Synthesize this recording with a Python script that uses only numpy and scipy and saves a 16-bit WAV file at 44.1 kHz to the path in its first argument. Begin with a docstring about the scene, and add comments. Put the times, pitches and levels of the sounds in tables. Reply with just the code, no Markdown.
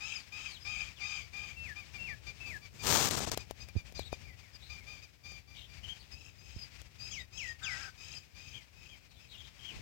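"""Dawn birds over open fields

A bird squawks in series, its throat breaking into a rasp, among falling whistles, thin peeps, chips,
a crow and a far chorus. The microphone is hand-held: something rubs across it, and fingers tick and
bump on the case, over a low rumble of moving air. The left port is open; the right is covered and
hears only a dull trace of the field. A noise suppressor ducks the pauses."""
import sys
import numpy as np
from scipy import signal
from scipy.fft import rfft, irfft, next_fast_len
from scipy.io import wavfile
from scipy.ndimage import uniform_filter1d

SR = 44100
rng = np.random.default_rng(int(sys.argv[2]) if len(sys.argv) > 2 else 0)


def unload_audio(sound):
    """Save the sound as a 16-bit wav file, at the path given as the first command line argument."""
    columns = np.transpose(np.atleast_2d(sound))
    # keep every value between -1 and 1, then stretch to whole-number steps
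    steps = np.round(np.clip(columns, -1, 1) * 32767)
    wavfile.write(sys.argv[1], SR, steps.astype(np.int16))


N = 432621
TIME = np.arange(N) / SR

# self-noise of the recorder: frequency_hz, gain_db
HISS_COLOUR = [(30,16.5), (100,21.5), (300,14), (700,7.5), (1500,3.5), (3000,2.5), (6000,0), (10000,-5.5),
               (13000,-1), (16000,0.5)]
# stir of the air at the microphone: time_s, level_db
BREEZE_LEVELS = [(0,-51.5), (1.3,-50.5), (2.5,-48.5), (3.6,-46.5), (4.3,-48), (5.2,-51), (5.8,-47),
                 (6.6,-50), (7.2,-49.5), (8.3,-52.5), (9.3,-51), (9.7,-53.5), (9.81,-39.5)]
# rumble of that air: frequency_hz, gain_db
RUMBLE_COLOUR = [(20,-28), (35,-23), (55,2), (75,2.5), (110,-3), (170,-11.5), (300,-25.5), (700,-24.5),
                 (2000,-51.5)]
# level of the distant bird wash, dipping where the recorder ducks the pauses: time_s, level_db
BIRD_WASH_LEVELS = [(0,-51), (1,-53), (2.3,-52.5), (3.7,-54), (4.1,-51.5), (4.55,-56), (4.85,-53.5),
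                    (5.4,-58.5), (5.9,-50.5), (6.2,-56.5), (6.88,-51.5), (7.2,-58), (7.8,-51.5),
                    (8.6,-56.5), (9.4,-55), (9.81,-48.5)]
# spectrum of that wash, also the crow's breath: frequency_hz, gain_db
BIRD_WASH_COLOUR = [(200,-9.5), (500,-12), (800,-3), (1300,-3), (1900,2.5), (2450,8), (3000,2), (4100,-1.5),
                    (5000,1.5), (6500,-4.5), (8000,-9), (10000,-21), (15000,-45)]
# the crow's calls: start_s, end_s, pitch_hz, level_db
CROW_CAWS = [(7.609, 7.905, 261.4, -47)]
# the crow's throat: harmonic_number, gain_db
CROW_HARMONICS = [(3,-15), (4,-32), (5,-4), (6,2), (7,-9), (8,-18), (10,-22.5)]
# arched chips: start_s, end_s, top_hz, crest_share (of the length), level_db, roughness
CHIP_NOTES = [(0.189,0.241,4600,0.13,-47.5,0.4), (0.5,0.58,4550,0.038,-44,0.3),
              (3.972,4.037,4160,0.21,-44,0.23), (4.047,4.087,3930,.5,-42.5,0.02),
              (4.03,4.094,4380,0.51,-53,.08), (4.6,4.69,3950,0.5,-49,0.7),
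              (5.546,5.648,3476,0.5,-44.5,1.23), (5.83,5.863,3060,.55,-41.5,0.28),
              (5.879,5.937,3250,0.5,-39.5,.25), (5.987,6.034,4500,0.057,-47.5,0.69),
              (7.186,7.222,3840,0.62,-41,0.16), (8.488,8.5,6200,0.17,-47,0.1),
              (8.531,8.592,3280,.4,-44.5,0.4), (8.89,8.949,3250,.4,-50,0.26),
              (9.093,9.123,4250,0.345,-49.5,0.48), (9.134,9.175,3780,0.42,-50,0.78),
              (9.281,9.363,3965,.1,-46.5,.7), (9.37,9.416,3510,0.38,-43.5,0.37),
              (9.423,9.472,3450,0.5,-43.5,1), (9.586,9.645,3150,0.38,-46.5,0.6),
              (9.645,9.721,3220,0.17,-40.5,0.4)]
# thin high peeps: start_s, end_s, top_hz, crest_share (of the length), level_db
PEEP_NOTES = [(.153,0.176,5150,.1,-35), (.6,0.704,5110,0.53,-47.5), (1.203,1.276,5070,.15,-57),
              (4.53,4.57,5040,.15,-46.5), (6.119,6.149,5090,0.29,-43), (6.585,6.665,5010,0.28,-43.5),
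              (6.995,7.095,4990,.75,-44.5), (7.484,7.514,5054,.5,-43), (7.703,7.743,5350,.5,-45),
              (8.147,8.189,5000,0.16,-41)]
# falling whistles: start_s, end_s, hold_s, top_hz, bottom_hz, level_db, overtone_db
WHISTLE_NOTES = [(.957,1.065,0.00091,3660,1920,-47.5,-25), (1.557,1.743,0.087,2700,1615,-42,-35),
                 (1.981,2.154,0.076,2722,1630,-40.5,-35), (2.398,2.588,0.092,2613,1585,-40.5,-35),
                 (4.242,4.357,0.017,2354,1916,-50.5,-20), (4.417,4.512,0.012,2310,1744,-53,-20),
                 (4.773,4.858,0.013,2390,1930,-50.5,-20), (7.11,7.247,0.014,3330,1858,-41.5,1),
                 (7.368,7.554,.009,3266,1852,-38.5,-4), (7.627,7.795,0.0039,3730,1900,-37,-4.5),
                 (8.56,8.653,0.0089,2430,1930,-51,-15), (8.903,8.98,0.0056,2570,1980,-53,-20)]
# what passes the covered port: frequency_hz, gain_db
COVERED_PORT = [(40,-3), (200,-39), (420,-9), (700,-44), (1300,-30), (2500,-44), (8000,-47), (16000,-48)]
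# fingertip pushes on the covered port: time_s, level_db
FINGER_BUMPS = [(3.754,-20), (3.7633,-13), (6.563,-25.5), (9.765,-32)]
# resonances of a bump: frequency_hz, gain_db, t60_s
THUD_MODES = [(87,2.5,0.047), (175,-8.5,0.024), (342,-19.5,0.027)]
# finger ticks on the case: time_s, snap_db, knock_db
FINGER_TICKS = [(2.87,-7,-35), (3.11,-5,-28), (3.173,-30,-32), (3.205,-32,-25), (3.275,-26,-24.5),
                (3.3172,-5.5,-29), (3.327,-29,-47), (3.375,-9.5,-23), (3.51,-18.5,-26), (3.687,-23.5,-43),
                (3.924,-27,-40), (3.994,-20.5,-25), (4.129,-27,-22.5), (5.32,-34,-46), (6.817,-23.5,-44)]
# resonances of the case: frequency_hz, gain_db, t60_s
CASE_MODES = [(430,-25,0.018), (650,6,0.007), (1070,-22,0.0029)]
# strokes across the microphone: start_s, end_s, level_db, scuff_db, treble_edge_hz
RUB_STROKES = [(2.413,2.622,-53.5,-56,16100), (2.68,2.884,-52.5,-51,14100), (2.806,3.094,-23,-33.5,15800),
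               (3.09,3.16,-27.5,-36,11800), (3.158,3.198,-28.5,-34,14000), (3.189,3.256,-31.5,-38.5,10700),
               (3.258,3.301,-35,-37,10000), (3.307,3.35,-34,-37,10000), (3.348,3.457,-50,-58,8000),
               (9.679,9.825,-50,-51,2600)]
# friction at the open port: frequency_hz, gain_db
SLIP_COLOUR = [(120, -32), (200, 1), (456, -3), (806, 0), (1250, -2), (1590, -4), (1710, -3), (1940, -6),
               (6880, -2.5), (8740, -8), (10700, -22), (13800, -9.5), (16000, -15)]
# low scuff of the shaken case: frequency_hz, gain_db
SHAKE_COLOUR = [(25,-22.5), (60,-0.5), (130,3), (250,-4.5), (450,-8), (700,-24), (1500,-55)]
# the main bird's calls: start_s, end_s, pitch_hz, level_db, brightness_db (per octave)
SQUAWK_CALLS = [(.005,0.213,427.2,-36,-3), (0.321,0.553,420.4,-39,-2.5), (.649,0.903,411.6,-34,-4.5),
                (1.004,1.261,409.3,-34,-2), (1.331,1.564,406.5,-37,-7.5), (1.756,1.843,405,-37.5,-10.5),
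                (1.932,1.994,392,-38,-7), (2.08,2.143,399,-37.5,-7.5), (2.263,2.32,401,-38,0),
                (2.456,2.502,400,-39,0.5), (2.612,2.69,391,-42,-2.5), (2.786,2.854,400,-43.5,3.5),
                (3.391,3.444,411,-44,3), (3.6,3.657,413,-46.5,8.5), (3.683,3.711,397,-39,-3),
                (3.759,3.826,400,-42.5,0), (3.944,4.027,401,-46,9), (4.12,4.158,411,-39,1.5),
                (4.227,4.35,401,-51,0), (4.384,4.423,408,-51,5), (4.692,4.789,404,-42,1),
                (4.864,5.029,405,-42.5,-0.5), (5.018,5.073,405,-46.5,3.5), (5.234,5.425,403.4,-45,4),
                (5.468,5.621,396,-48,1), (5.689,5.826,397,-49.5,1.5), (6.113,6.352,432,-51.5,5.5),
                (6.382,6.678,424.6,-55,10.5), (6.983,7.259,428,-49.5,9), (7.325,7.551,436.3,-48.5,9),
                (7.629,7.918,427,-54.5,17), (7.976,8.241,430,-47.5,7.5), (8.348,8.633,415,-47.5,3.5),
                (8.746,8.977,429,-52.5,2.5), (9.197,9.283,432,-52.5,2)]
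# its throat: harmonic_number, gain_db
SQUAWK_HARMONICS = [(2,-24), (3,-19.5), (4,-29), (5,-35), (6,-1.5), (7,-40), (8,-28), (9,-14.5), (10,-29),
                    (11,-20.5), (12,-8.5), (13,-22.5), (15,-15.5), (16,-24), (18,-22)]
# course of one squawk: length_share, pitch_ratio, gain_db, roughness_ratio
SQUAWK_COURSE = [(0,.95,-2.5,0.22), (.12,.98,1,0.31), (.28,1.003,0.5,0.62), (.42,1.003,-0.5,0.775),
                 (.65,.992,-1,0.94), (.85,.968,-8,1.1), (1,.94,-12,0.46)]
# hoarse air in a squawk: frequency_hz, gain_db
RASP_COLOUR = [(500,-31), (850,-30), (1250,-13), (1700,0.5), (2100,-13), (2600,-2.5), (3200,14.5),
               (4200,-38), (4900,-1), (5600,-14), (6400,6), (7400,-2.5), (8300,-9.5), (11000,-38)]


def from_db(db):
    """Decibels to gain."""
    return 10 ** (np.asarray(db) / 20)


def unit_power(x):
    """Scale to a mean square of 1."""
    return x / np.sqrt(np.mean(x ** 2) + 1e-20)


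def add(track, start_s, sound):
    """Mix a sound into a track."""
    at = max(int(start_s * SR), 0)
    track[at:at + len(sound)] += sound[:max(N - at, 0)]


def along(rows, where):
    """Interpolate each column of a table along its first."""
    key, *columns = np.transpose(rows)
    return [np.interp(where, key, column) for column in columns]


def filtered(x, kind, hz, order=2):
    """Butterworth filter."""
    return signal.sosfilt(signal.butter(order, hz, kind, fs=SR, output="sos"), x)


def coloured(x, colour):
    """Filter by an outline of frequency_hz, gain_db."""
    size = next_fast_len(len(x))
    hz, db = np.transpose(colour)
    bins_hz = np.maximum(np.arange(size // 2 + 1) * SR / size, 1)
    gain = from_db(np.interp(np.log(bins_hz), np.log(hz), db))
    return irfft(rfft(x, size) * gain, size)[:len(x)]


def noise(colour):
    """Coloured noise of unit power, as long as the scene."""
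    return unit_power(coloured(rng.standard_normal(N), colour))


def wobble(rate_hz, size):
    """A random wander of unit power that glides to a new value rate_hz times a second."""
    knots = np.clip(rng.standard_normal(size // 8 + 2), -2, 2)
    return unit_power(np.interp(np.arange(size) * rate_hz / SR, np.arange(len(knots)), knots))


def ring(clicks, modes):
    """Clicks set damped sines ringing."""
    out = 0
    for hz, db, t60_s in modes:
        decay, step = from_db(-60 / (t60_s * SR)), 2 * np.pi * hz / SR
        feedback = [1, -2 * decay * np.cos(step), decay ** 2]
        out += from_db(db) * signal.lfilter([0, np.sin(step)], feedback, clicks + 1e-18)
    return out


def note(start, end, fade_s):
    """Progress 0-1 through a note, and its soft-edged gate."""
    progress = np.linspace(0, 1, int((end - start) * SR))
    from_edge_s = np.minimum(progress, 1 - progress) * (end - start)
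    return progress, np.sin(np.pi / 2 * np.minimum(from_edge_s / fade_s, 1))


def swell(start, end, attack_s, release_s):
    """Seconds into a sound, and its attack-hold-release envelope."""
    t = np.arange(int((end - start) * SR)) / SR
    ramp = np.minimum(t / attack_s, (t[-1] - t) / release_s)
    return t, np.sin(np.pi / 2 * np.clip(ramp, 0, 1))


def phase_of(hz):
    """Running phase of a moving pitch."""
    return 2 * np.pi * np.cumsum(hz) / SR


def scattered(x, t60_s):
    """Ground and leaves smear a sound into a short tail on its way to the microphone."""
    t = TIME[:SR // 2]
    tail = rng.standard_normal(len(t)) * from_db(-60 * t / t60_s)
    return signal.fftconvolve(x, tail / np.linalg.norm(tail))[:N]


def recorder_hiss(level_db):
    """Steady self-noise of one channel."""
    return from_db(level_db) * noise(HISS_COLOUR)


def breeze(gust_db=1.54, covered_db=-16.5):
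    """Moving air rumbles at the open port and, more weakly, at the covered one."""
    level_db, = along(BREEZE_LEVELS, TIME)
    gust = from_db(level_db + gust_db * wobble(9, N))
    return gust * noise(RUMBLE_COLOUR), from_db(covered_db) * gust * noise(RUMBLE_COLOUR)


def far_chorus(flicker_db=2.0):
    """Many birds far across the fields blur into a wavering wash."""
    level_db, = along(BIRD_WASH_LEVELS, TIME)
    return from_db(level_db + flicker_db * wobble(50, N)) * noise(BIRD_WASH_COLOUR)


def crow(jitter=0.0425, flutter_db=1.7, breath_db=1.0):
    """A faint caw of shaky harmonics and breath; its pitch rises a little and sags."""
    out = np.zeros(N)
    for start, end, pitch_hz, db in CROW_CAWS:
        progress, gate = note(start, end, fade_s=0.019)
        size, arch = len(progress), np.sin(np.pi * progress)
        phase = phase_of(pitch_hz * (.97 + .04 * arch + jitter * wobble(500, size)))
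        voice = sum(from_db(gain_db + flutter_db * wobble(111.4, size)) * np.sin(harmonic * phase)
                    for harmonic, gain_db in CROW_HARMONICS)
        breath = from_db(breath_db) * arch * noise(BIRD_WASH_COLOUR)[:size]
        add(out, start, from_db(db) * gate * (voice + breath))
    return out


def syrinx(hz, level_db, rough, overtone_db, jitter=0.097, flutter_db=1.97, shimmer_db=2.0):
    """A songbird's voice: a sine and its octave, shaken in pitch and level by roughness."""
    size = len(hz)
    phase = phase_of(hz * (1 + jitter * rough * wobble(666, size)))
    shake_db = flutter_db * wobble(95.5, size) + shimmer_db * rough * (wobble(231, size) - .5)
    return from_db(level_db + shake_db) * (np.sin(phase) + from_db(overtone_db) * np.sin(2 * phase))


def arched_note(start, end, top_hz, crest, db, rough, arch, overtone_db, swell_db=2.5):
    """A short bird note whose pitch rises to a crest and droops after it."""
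    progress, gate = note(start, end, fade_s=0.0051)
    hz = top_hz * (1 - arch * (progress - crest) ** 2)
    level_db = db + swell_db * (np.sin(np.pi * progress) - .9)
    return gate * syrinx(hz, level_db, rough, overtone_db)


def chips():
    """Small birds chatter; the rough notes come from deep in the trees."""
    near, far = np.zeros((2, N))
    for start, end, top_hz, crest, db, rough in CHIP_NOTES:
        song = arched_note(start, end, top_hz, crest, db, rough, arch=.4, overtone_db=-19)
        far_share = np.clip(rough, 0, 1)
        add(near, start, np.sqrt(1 - far_share) * song)
        add(far, start, np.sqrt(far_share) * song)
    return near + scattered(far, t60_s=0.18)


def peeps():
    """Thin, high bird notes, almost level in pitch."""
    out = np.zeros(N)
    for start, end, top_hz, crest, db in PEEP_NOTES:
        song = arched_note(start, end, top_hz, crest, db, rough=0.099, arch=.14, overtone_db=-32)
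        add(out, start, song)
    return out


def whistles(fall_s=.019, knee_hz=2850, overtone_db_per_octave=45, half_far_db=-52, echo_db=-15):
    """The pitch holds, then relaxes and the overtone dies; faint calls arrive blurred by the trees."""
    near, far = np.zeros((2, N))
    for start, end, hold_s, top_hz, bottom_hz, db, overtone_db in WHISTLE_NOTES:
        t, gate = swell(start, end, attack_s=0.021, release_s=0.053)
        relaxed = np.maximum(t - hold_s, 0) / fall_s
        tension = (1 + relaxed) * np.exp(-relaxed)
        hz = bottom_hz + (top_hz - bottom_hz) * tension
        dulling_db = overtone_db_per_octave * np.minimum(np.log2(hz / knee_hz), 0)
        song = gate * syrinx(hz, db, rough=0.035 + 0.065 * tension, overtone_db=overtone_db + dulling_db)
        far_share = 1 / (1 + from_db(db - half_far_db) ** 2)
        add(near, start, np.sqrt(1 - far_share) * song)
        add(far, start, np.sqrt(far_share) * song)
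    return near + scattered(far + from_db(echo_db) * near, t60_s=.15)


def finger_bumps(band_hz=(50, 450)):
    """A fingertip presses air into the covered port with a soft thud."""
    pushes = np.zeros(N)
    for start, db in FINGER_BUMPS:
        add(pushes, start, from_db([db]))
    softened = filtered(ring(pushes, THUD_MODES), "low", band_hz[1], order=1)
    return filtered(softened, "high", band_hz[0])


def finger_ticks(snap_gain_db=4.5, snap_band_hz=(1200, 7000), crumble_db=-17.5, crumble_s=0.0023):
    """A finger strikes the case: a sharp snap with a crumbling tail, and a ringing knock."""
    snaps, knocks = np.zeros((2, N))
    t = TIME[:SR // 30]
    for start, snap_db, knock_db in FINGER_TICKS:
        crumble = from_db(crumble_db) * rng.standard_normal(len(t)) * np.exp(-t / crumble_s)
        add(snaps, start, from_db(snap_db + snap_gain_db) * ((t == 0) + crumble))
        add(knocks, start, from_db([knock_db]))
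    return filtered(snaps, "band", snap_band_hz, order=1) + ring(knocks, CASE_MODES)


def rubbing(grain_db=3.0, patchy_db=0.86, sag_db=5.5):
    """Strokes make dense tiny slips right at the open port and shake the case, differently per port."""
    slips = rng.standard_normal(N) * from_db(grain_db * wobble(2500, N) + patchy_db * wobble(150, N))
    slips = unit_power(coloured(slips, SLIP_COLOUR))
    rub, shake = np.zeros((2, N))
    for start, end, db, scuff_db, edge_hz in RUB_STROKES:
        length_s = end - start
        t, gate = swell(start, end, attack_s=0.4 * length_s, release_s=0.0032)
        pressure = gate ** 2 * from_db(-sag_db * (t / length_s) ** 2)  # swells, eases, lets go
        friction = slips[rng.integers(N - len(t)):][:len(t)]
        add(rub, start, from_db(db) * pressure * filtered(friction, "low", edge_hz))
        add(shake, start, from_db(scuff_db) * pressure)
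    return rub, shake * noise(SHAKE_COLOUR), shake * noise(SHAKE_COLOUR)


def squawk_throat(phase, strongest_hz, rough, bright_db, shimmer_db=7.0, fray=0.035):
    """Every harmonic flutters and frays on its own as the membranes lose their rhythm."""
    voice, size = 0, len(phase)
    for harmonic, gain_db in SQUAWK_HARMONICS:
        tilt_db = bright_db * np.clip(np.log2(harmonic / 6), 0, 1)
        flutter_db = shimmer_db * rough * (wobble(244.4, size) - .4)
        drift = phase_of(strongest_hz * fray * rough * wobble(399.5, size))
        voice += from_db(gain_db + tilt_db + flutter_db) * np.sin(harmonic * phase + drift)
    return voice


def squawks(easy_hz=400, yelp_fall=0.084, waver=0.00696, jitter=0.0276, strongest_harmonic=6,
            second_hz=3100, second_db=-17.5, rasp_db=-4.5, growl_db=-4.5):
    """The main bird: each call starts clean and breaks into a rasp; short clean ones fall like yelps."""
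    out, air = np.zeros(N), noise(RASP_COLOUR)
    for start, end, pitch_hz, db, bright_db in SQUAWK_CALLS:
        # the longer and higher a call is pushed, the rougher it gets
        strain = np.clip(0.13 + 1.3 * (end - start) + 0.0157 * (pitch_hz - easy_hz), 0, 1)
        fade_s = 0.0028 + 0.038 * (1 - strain) ** 4  # yelps swell, screeches burst
        progress, gate = note(start, end, fade_s)
        size = len(progress)
        bend, swell_db, breaking = along(SQUAWK_COURSE, progress)
        rough = strain * breaking
        bend += yelp_fall * (1 - strain) ** 2 * (.45 - progress)
        unsteady = 1 + waver * wobble(70, size) + (0.005 + jitter * rough) * wobble(450, size)
        phase = phase_of(pitch_hz * bend * unsteady)
        voice = squawk_throat(phase, strongest_harmonic * pitch_hz, rough, bright_db)
        # the other side of the syrinx joins in when the call is forced
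        second_phase = phase_of(second_hz * bend * (1 + jitter * wobble(629, size)))
        second_voice = from_db(second_db) * rough * np.sin(second_phase)
        pulsed_air = air[int(start * SR):][:size] * (1 + 0.19 * np.cos(phase))
        rasp = from_db(rasp_db + 0.21 * bright_db) * rough ** 1.5 * pulsed_air
        # uneven flapping spreads the strongest harmonic into a band
        growl = from_db(growl_db) * rough * wobble(450, size) * np.cos(strongest_harmonic * phase)
        add(out, start, gate * from_db(db + swell_db) * (voice + growl + second_voice + rasp))
    return out


def scene(scatter_db=-11, low_cut_hz=24):
    """The field and the handling noise at the open left port and the covered right one."""
    birds = squawks() + whistles() + peeps() + chips() + crow()
    rub, scuff_left, scuff_right = rubbing()
    field_tail = from_db(scatter_db) * scattered(birds, t60_s=0.25)
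    outside = birds + field_tail + far_chorus() + rub + finger_ticks()
    muffled = coloured(outside, COVERED_PORT)
    wind_left, wind_right = breeze()
    thud = finger_bumps()
    left = outside + from_db(-2) * scuff_left + wind_left + from_db(-23) * thud + recorder_hiss(-61.5)
    right = muffled + from_db(-4) * scuff_right + wind_right + thud + recorder_hiss(-62)
    return filtered(np.array([left, right]), "high", low_cut_hz)


def record(dry, treble_hz=1500, open_db=-43.5, slope=0.59, depth_db=10.5, top_hz=15900):
    """The recorder's noise suppressor ducks both channels when the left treble is low; the top is cut."""
    treble = filtered(dry[0], "high", treble_hz)
    treble_power = uniform_filter1d(treble ** 2, size=900)  # about 20 ms
    treble_db = 10 * np.log10(np.maximum(treble_power, 1e-12))
    ducked = dry * from_db(np.clip(slope * (treble_db - open_db), -depth_db, 0))
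    return signal.sosfilt(signal.ellip(10, .1, 80, top_hz, fs=SR, output="sos"), ducked)


dry = scene()
out = record(dry)
unload_audio(out)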